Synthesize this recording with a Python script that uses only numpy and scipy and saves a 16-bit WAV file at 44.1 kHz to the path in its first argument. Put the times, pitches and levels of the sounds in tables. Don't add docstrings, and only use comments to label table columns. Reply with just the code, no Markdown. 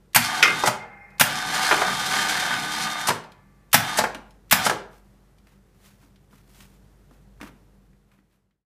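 import sys
import numpy as np
from scipy import signal
from scipy.fft import rfft, irfft, next_fast_len
from scipy.io import wavfile
from scipy.ndimage import map_coordinates

SR = 44100
rng = np.random.default_rng(int(sys.argv[2]) if len(sys.argv) > 2 else 0)


def volts(x):
    e = np.asarray(x, float) / 20
    return 10 ** e


def put_to_file(sound):
    columns = np.atleast_2d(sound).T
    safe = np.clip(columns, -1, 1)
    whole_steps = np.round(safe * 32767)
    wavfile.write(sys.argv[1], SR, whole_steps.astype(np.int16))


N = 387618
TIME = np.arange(N) / SR

# freq_hz, level_db (per Hz)
AIR = [(15, -33), (25, -9.5), (53, -7), (166, -18), (200, -18.5), (270, -21), (354, -22), (2050, -35.5),
       (2220, -39.5), (13600, -46.5), (16000, -56)]
# centre_hz, width_hz, level_db
DRONE_BANDS = [(97, 20, -8), (140, 36, -2.5), (196, 7.8, -2.5), (380, 260, -10.5)]
# on_s, off_s, slam_db, drop_db
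RUNS = [
    (0.159, 0.674, 2, -4.5),
    (1.209, 3.086, 1, -4),
    (3.742, 3.987, 2.5, -4),
    (4.523, 4.664, 1.5, -5),
]
# mode_hz, level_db, t60_s
CASE = [(640, -3, .08), (860, 0, .06), (980, -2, .06), (1400, -3, .06), (1650, -5, .06), (2180, -4, .05),
        (3200, -4, .05), (5000, -8, .04), (5900, -10, .04)]
ORDERS = [2, 4, 9.96, 11, 12, 16, 19.92, 48]
ORDER_DB = [-52, -46, -42, -43, -45, -35.5, -39, -36]
# time_s, effort_db
LOAD = [(.2, -24), (.64, -27.5), (1.26, -24.5), (1.44, -28.5), (1.54, -22), (1.7, -19.5), (1.96, -25.5),
        (2.04, -22.5), (2.3, -21.5), (2.45, -23.5), (2.6, -28), (2.78, -25.5), (3.06, -29.5), (3.8, -28),
        (3.95, -26.5), (4.57, -26)]
# freq_hz, level_db (per Hz)
GEARS = [(240, -59.5), (400, -29.5), (734, -4.5), (1080, -5), (1180, -2.5), (1280, -6.5), (1540, -1.5),
         (2570, -13), (4000, -14.5), (5200, -40.5), (8800, -120)]
# freq_hz, level_db (per Hz)
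SCRAPE = [(1180, -32.5), (2000, -2), (2690, -7.5), (4050, -4.5), (5780, -6.5), (10600, -12), (14900, -23.5),
          (15600, -34), (16000, -58)]
# freq_hz, level_db (per Hz)
DRUM = [(35, -44), (60, -18), (113, -8.5), (182, 2.5), (264, -6), (297, -9.5), (520, -12), (680, -37.5),
        (1140, -120)]
# centre_hz, width_hz, level_db
HOUSING = [(758, 14, 2.5), (890, 22, -3.5), (1210, 26, -7), (1511, 17, 1.5), (1600, 11, -4.5),
           (1708, 18, -8.5), (2160, 40, -10.5), (3170, 73, -6), (4210, 99, -12.5), (4660, 73, -16),
           (5030, 67, -19), (5920, 68, -19.5)]
# start_s, peak_db, body_hz, hardness_db
HOOK = [
    (.427, -1.5, 2090, 2),
    (.436, -6.5, 1742, 2.5),
    (.455, -11.5, 1499, -2),
    (.477, -12, 1800, -5),
    (.637, -7, 784, -6.5),
]
# mode_hz, level_db, t60_s
STEEL = [(410, -6, .15), (603, -4, .2), (800, -4, .12), (1420, -2, .15), (1970, 0, .15), (2100, -5, .2),
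         (2500, -6, .15), (3800, -10, .07), (5020, -11, .1), (5900, -11, .08)]
# start_s, level_db
RINGS = [
    (0.426, -48.5),
    (.638, -39),
]
# mode_hz, level_db, t60_s
BLADE = [(470.2, -4.5, 1.2), (800, -3.5, 1.5), (822, 2, 2.2), (1061, -5, .7), (1174, -12, 1.1),
         (1427, -12, 1.5), (1523, -10.5, 1.5), (1745, -9.5, 2), (1938, -12, 2.6), (2089, -2.5, 2.5),
         (2118, -2.5, 2.4), (2500, -11, 1.9), (5389, -27, 2)]
# mode_hz, level_db, t60_s
ROLLERS = [(820, -9, 2.5), (1168, -5, 4), (1745, -5, 2.5), (2090, -6.5, 2.5), (2143, -13, 1.5),
           (2500, -13, 2)]
# start_s, peak_db
DRAGS = [(0.599, -23), (1.545, -17), (1.63, -18.5), (1.998, -19.5), (2.065, -16), (2.159, -19.5),
         (2.218, -18), (2.295, -15), (2.4, -17.5)]
# start_s,
# peak_db, body_hz, hardness_db
JOLTS = [(1.712, -4.5, 1300, -5), (1.724, -7, 1150, -4), (1.817, -8, 960, -0.5), (3.103, -10, 900, -3),
         (4.009, -15, 1000, -4.5), (4.039, -10, 1050, -0.5), (4.697, -10, 960, 7), (4.711, -19, 700, -16)]
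# start_s, peak_db, body_hz, hardness_db
THUMB = [
    (1.104, -61, 3020, 8.5),
    (4.147, -29, 1528, 1),
    (4.481, -61, 1187, 1.5),
]
# start_s, peak_db, body_hz, hardness_db
STEP = [
    (7.403, -43, 900, -6),
    (7.413, -33.5, 1270, 0.5),
    (7.43, -33.5, 827, -4),
]
# start_s, peak_db, body_hz, hardness_db
TAPS = [(3.239, -49, 2540, 5), (3.319, -50, 2520, 7), (4.307, -55.5, 2480, 9), (4.93, -53.5, 1500, 4),
        (5.383, -59.5, 2500, 7), (5.47, -54, 1300, 3), (6.028, -50.5, 800, -6.5), (6.159, -58, 2500, 3),
        (6.329, -48.5, 750, -7), (6.605, -44.5, 1800, 6.5), (7.11, -50, 740, -5), (7.931, -59, 1200, -2),
        (8.116, -52.5, 1498, 3.5), (8.187, -54, 1250, -10), (8.313, -64, 2000, 4.5),
        (8.509, -53, 1800, -1.5)]
# peak_s, rise_s, level_db, brightness_db
RUSTLES = [(4.94, 0.024, -61, 1), (5.489, 0.019, -57.5, -4), (5.87, 0.048, -55.5, 2.5),
           (6.04, 0.031, -66, 1.5), (6.36, 0.036, -64, 2), (6.62, 0.085, -56.5, 4), (7.14, 0.031, -63.5, 0),
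           (7.429, 0.011, -43, -6), (8.13, .02, -55, -8), (8.33, 0.017, -63, 0)]
# freq_hz, t60_s
GARAGE = [(150, 0.57), (1000, 0.48), (4000, 0.35), (12000, .22)]

SHAFT_HZ = 75.87
SWITCH_LEAD_S, SWITCH_DB = .026, -49.5
TOUCH_LEAD_S, TOUCH_DB = .0115, -4
ARC_LEAD_S, ARC_DB = .017, -3.5
SCRAPE_DB, SCRAPE_GROWS, DRUM_DB, DRUM_GROWS = -3.5, 0.99, -14.5, 0.21
STIR_DB, STIR_BRIGHT_DB = -77.5, -0.5
RUSTLE_FALL, RUSTLE_TAIL_S = 0.36, 0.042
HUM_DB, DRONE_DB, RUMBLE_DB = -50.5, -56, -57.5
BEAT_S, BEAT_TOP_S, BEAT_DEPTH = 2.7, 7.2, .45
FADE_FROM_S, FADE_TO_S = 7.6, 8.655


def unit(x):
    return x / np.sqrt(np.mean(x ** 2) + 1e-20)


def along(points, hz):
    f, v = np.transpose(points)
    return np.interp(np.log(hz + 1), np.log(f + 1), v)


def wobble(rate, size=N):
    coarse = TIME[:size:16]
    knots = rng.standard_normal(int(size * rate / SR) + 4)
    return np.interp(TIME[:size], coarse, map_coordinates(knots, [coarse * rate]))


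def filtered(x, response):
    m = next_fast_len(N + SR // 2)
    return irfft(rfft(x, m) * response(np.fft.rfftfreq(m, 1 / SR)), m)[:N]


def noise(response, size=N):
    m = next_fast_len(size)
    spectrum = rfft(rng.standard_normal(m)) * response(np.fft.rfftfreq(m, 1 / SR))
    return unit(irfft(spectrum, m)[:size])


def band(hz, octaves):
    return lambda f: np.exp(-8 * (np.log2((f + 1) / hz) / octaves) ** 4)


def dull(f):
    return band(6000, 2.7)(f) * (f + 1) ** -.85


def ring(modes, t):
    total = 0
    for hz, db, t60 in modes:
        total = total + volts(db + 3 * rng.normal() - 60 * t / t60) * np.sin(2 * np.pi * hz * t)
    return total


def knocks(events, modes, low, snap, ring_db, rise_s, octaves, gain_db, thud_db, snap_db, t60):
    out, t = np.zeros(N + SR), np.arange(SR // 3) / SR
    fall_db = -60 * t / max(t60, .01)
    for s, db, body_hz, hard_db in events:
        at = round((s - rise_s) * SR)
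        body = noise(band(body_hz, octaves), size=len(t))
        thud = noise(low, size=len(t))
        crack = noise(snap, size=len(t))
        blow = volts(fall_db) * body
        blow += volts(thud_db - hard_db + fall_db / 3.8) * thud
        blow += volts(snap_db + hard_db + fall_db / .8) * crack
        near = [(hz, level - 6 * abs(np.log2(hz / body_hz)), life) for hz, level, life in modes]
        attack = 1 - np.exp(-t / rise_s)
        out[at:at + len(t)] += volts(db + gain_db) * attack * (blow + volts(ring_db) * ring(near, t))
    return out[:N]


def shimmer(modes, s, waver_db):
    at = round(s * SR)
    out, t = np.zeros(N), TIME[:SR]
    for hz, db, t60 in modes:
        drift = wobble(20, size=2 * len(t))
        level = volts(db + waver_db * drift[:len(t)] - 60 * t / t60)
        out[at:at + len(t)] += level * np.sin(2 * np.pi * hz * t + .8 * drift[-len(t):])
    return out


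def speed():
    up = np.zeros(N)
    for on, off, *_ in RUNS:
        spin_up = 1 - np.exp(-np.clip(TIME - on, 0, off - on) / .025)
        brake = np.exp(-np.clip(TIME - off, 0, None) / .03)
        up += (TIME > on) * spin_up * brake
    return np.clip(up, 0, 1)


def garage_air():
    beat = 1 + BEAT_DEPTH * np.cos(2 * np.pi * (TIME - BEAT_TOP_S) / BEAT_S)
    hum = volts(HUM_DB + wobble(4.6)) * beat * np.sin(2 * np.pi * 48.6 * TIME + .8 * wobble(4))
    drone = np.zeros(N)
    for hz, wide, db in DRONE_BANDS:
        drone += volts(db) * noise(lambda f: 1 / (1 + ((f - hz) / wide * 2) ** 2))
    rumble = noise(lambda f: volts(along(AIR, f)) / (1 + (60 / (f + 1)) ** 4))
    return hum + volts(DRONE_DB + 1.1 * wobble(2.5)) * drone + volts(RUMBLE_DB + 1.1 * wobble(2.5)) * rumble


def handling():
    switch = [(on - SWITCH_LEAD_S, SWITCH_DB, 3000, 12) for on, *_ in RUNS]
    return knocks(switch + list(THUMB) + list(STEP) + list(TAPS), [], band(230, 0.9), dull,
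                  ring_db=-30.5, rise_s=.0005, octaves=2.1, gain_db=3.5, thud_db=-8.5, snap_db=-7, t60=.05)


def contactor():
    wide = lambda f: band(7500, 2.9)(f) * (f + 1) ** -.25
    bright = lambda f: band(8000, 2.6)(f) * (1 + 0.83 * band(12200, .5)(f))
    frame = lambda f: band(160, 1.4)(f) + 0.35 * band(185, .6)(f)
    on, off, slam_db, drop_db = np.transpose(RUNS)
    rows = lambda s, db, hz: [(a, b, hz, 0) for a, b in zip(s, db)]
    touch = knocks(rows(on - TOUCH_LEAD_S, slam_db + TOUCH_DB, hz=1800), CASE, frame, bright,
                   ring_db=-15.5, rise_s=0.00092, octaves=1.9, gain_db=-9.0, thud_db=-33.5, snap_db=3, t60=0.17)
    slam = knocks(rows(on + .001, slam_db, hz=1330), CASE, frame, wide,
                  ring_db=-5.5, rise_s=0.0011, octaves=2.3, gain_db=-4.5, thud_db=-16, snap_db=2, t60=0.068)
    arc = knocks(rows(off - ARC_LEAD_S + .004, drop_db + ARC_DB, hz=1300), [], frame, band(6600, 1.5),
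                 ring_db=-20, rise_s=.003, octaves=2.2, gain_db=-10, thud_db=-25, snap_db=4, t60=.13)
    drop = knocks(rows(off + .002, drop_db, hz=910), CASE, frame, dull,
                  ring_db=-5, rise_s=.004, octaves=2.0, gain_db=-0.5, thud_db=-18.5, snap_db=-1.0, t60=.065)
    return touch + slam + arc + drop


def whine():
    size = 5 * SR
    share = speed()[:size]
    shaft_hz = SHAFT_HZ * share * (1 + .0004 * wobble(10, size=size))
    angle = 2 * np.pi * np.cumsum(shaft_hz) / SR
    tones = np.zeros(size)
    for order, db in zip(ORDERS, ORDER_DB):
        phase = order * angle + .2 * wobble(40, size=size)
        tones += volts(db + 1.2 * wobble(15, size=size)) * np.sin(phase)
    return np.pad(np.sqrt(2) * share ** 6 * tones, (0, N - size))


def housing(f):
    return .5 + abs(sum(volts(.5 * db) * f * w / (c * c - f * f + 1j * f * w) for c, w, db in HOUSING))


def winch():
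    effort_db = np.interp(TIME, *np.transpose(LOAD))
    usual_db = np.mean(LOAD, 0)[1]
    swing_db = effort_db - usual_db
    teeth = rng.standard_normal(N) * volts(3 * np.tanh(wobble(350)) + wobble(40) + 1.3 * wobble(13))
    teeth *= 1 + 0.22 * np.sin(np.pi * SHAFT_HZ * TIME)
    grind = unit(filtered(teeth, lambda f: volts(along(GEARS, f)) * housing(f)))
    grit = rng.standard_normal(N) * volts(2.7 * wobble(500) + 1.8 * wobble(25))
    scrape = unit(filtered(grit, lambda f: volts(along(SCRAPE, f)) * housing(f)))
    drum = noise(lambda f: volts(along(DRUM, f)))
    mix = volts(effort_db) * grind
    mix += volts(usual_db + SCRAPE_DB + SCRAPE_GROWS * swing_db) * scrape
    mix += volts(usual_db + DRUM_DB + DRUM_GROWS * swing_db + 2.5 * wobble(12)) * drum
    return speed() * mix


def hook():
    bracket = band(400, 0.98)
    clank = lambda f: dull(f) * (1 + 1.5 * band(5500, .6)(f))
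    on_blade = knocks(HOOK, STEEL, bracket, clank, ring_db=-8.5, rise_s=0.00077, octaves=1.5,
                      gain_db=1.0, thud_db=-22.5, snap_db=-7.5, t60=0.054)
    skips = knocks([(s, db, 2600, 0) for s, db in DRAGS], [], bracket, dull, ring_db=0, rise_s=0.0062,
                   octaves=3.2, gain_db=-1, thud_db=-19, snap_db=-0.5, t60=0.099)
    jolts = knocks(JOLTS, CASE, bracket, dull, ring_db=-3, rise_s=.0008, octaves=2.1,
                   gain_db=-1.1, thud_db=-21.5, snap_db=-12, t60=.07)
    return on_blade + skips + jolts


def resonance():
    last_blow_s, pull_end_s = RINGS[-1][0], RUNS[1][1]
    blade = sum(volts(db) * shimmer(BLADE, s, waver_db=4.5) for s, db in RINGS)
    rollers = volts(-52.5) * shimmer(ROLLERS, pull_end_s, waver_db=1.5)
    plate = noise(lambda f: band(1200, 3.5)(f) / (1 + (f / 2550) ** 20))
    wash = np.zeros(N)
    for s, db in [(last_blow_s, -38), (pull_end_s, -54)]:
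        wash += volts(db - 60 * np.clip(TIME - s, 0, None) / 2.0) * (TIME > s)
    return blade + wash * plate + rollers


def shuffling():
    low = volts(STIR_DB + 1.2 * wobble(4))
    high = volts(STIR_DB + STIR_BRIGHT_DB + 1.2 * wobble(4))
    for s, rise_s, db, bright_db in RUSTLES:
        fall_s = RUSTLE_FALL * rise_s + RUSTLE_TAIL_S
        stroke = volts(db) * np.exp(np.minimum((TIME - s) / rise_s, (s - TIME) / fall_s))
        low = low + stroke
        high = high + volts(bright_db) * stroke
    rub = volts(2 * wobble(36) + 1.65 * wobble(300))
    bright = noise(lambda f: band(6500, 3.2)(f) * (f + 1) ** -.3)
    return rub * (low * noise(band(870, 3.2)) + high * bright)


def garage(x):
    hz, t, z = signal.stft(rng.standard_normal((2, SR * 3 // 4)), SR, nperseg=256)
    tails = signal.istft(z * volts(-60 * t / along(GARAGE, hz)[:, None]), SR, nperseg=256)[1]
    sway = 2 * np.pi * 1.7 * TIME
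    parts = x * np.array([np.sin(sway), np.cos(sway)])
    parts = np.pad(parts, ((0, 0), (300, 0)))
    return signal.fftconvolve(parts, tails / np.linalg.norm(tails[0]), axes=1).sum(0)[:N]


def scene():
    blows = handling() + contactor() + hook()
    tones, motor = whine(), winch()
    wet = garage(volts(-9.0) * blows + volts(-6) * motor + volts(-16.5) * tones)
    return (garage_air() + blows + tones + motor + wet + resonance() + shuffling())[None]


def band_limit(x):
    return signal.sosfilt(signal.butter(12, 16460, fs=SR, output="sos"), x)


def record(dry):
    loud = volts(-5) * dry[0]
    limited = loud / (1 + abs(loud / .88) ** 6) ** (1 / 6)
    edged = filtered(limited, lambda f: volts(-32 * np.clip((f - 15100) / 500, 0, 1)))
    fade = np.clip((FADE_TO_S - TIME) / (FADE_TO_S - FADE_FROM_S), 0, 1)
    return band_limit(edged[None] * fade)


dry = scene()
out = record(dry)
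put_to_file(out)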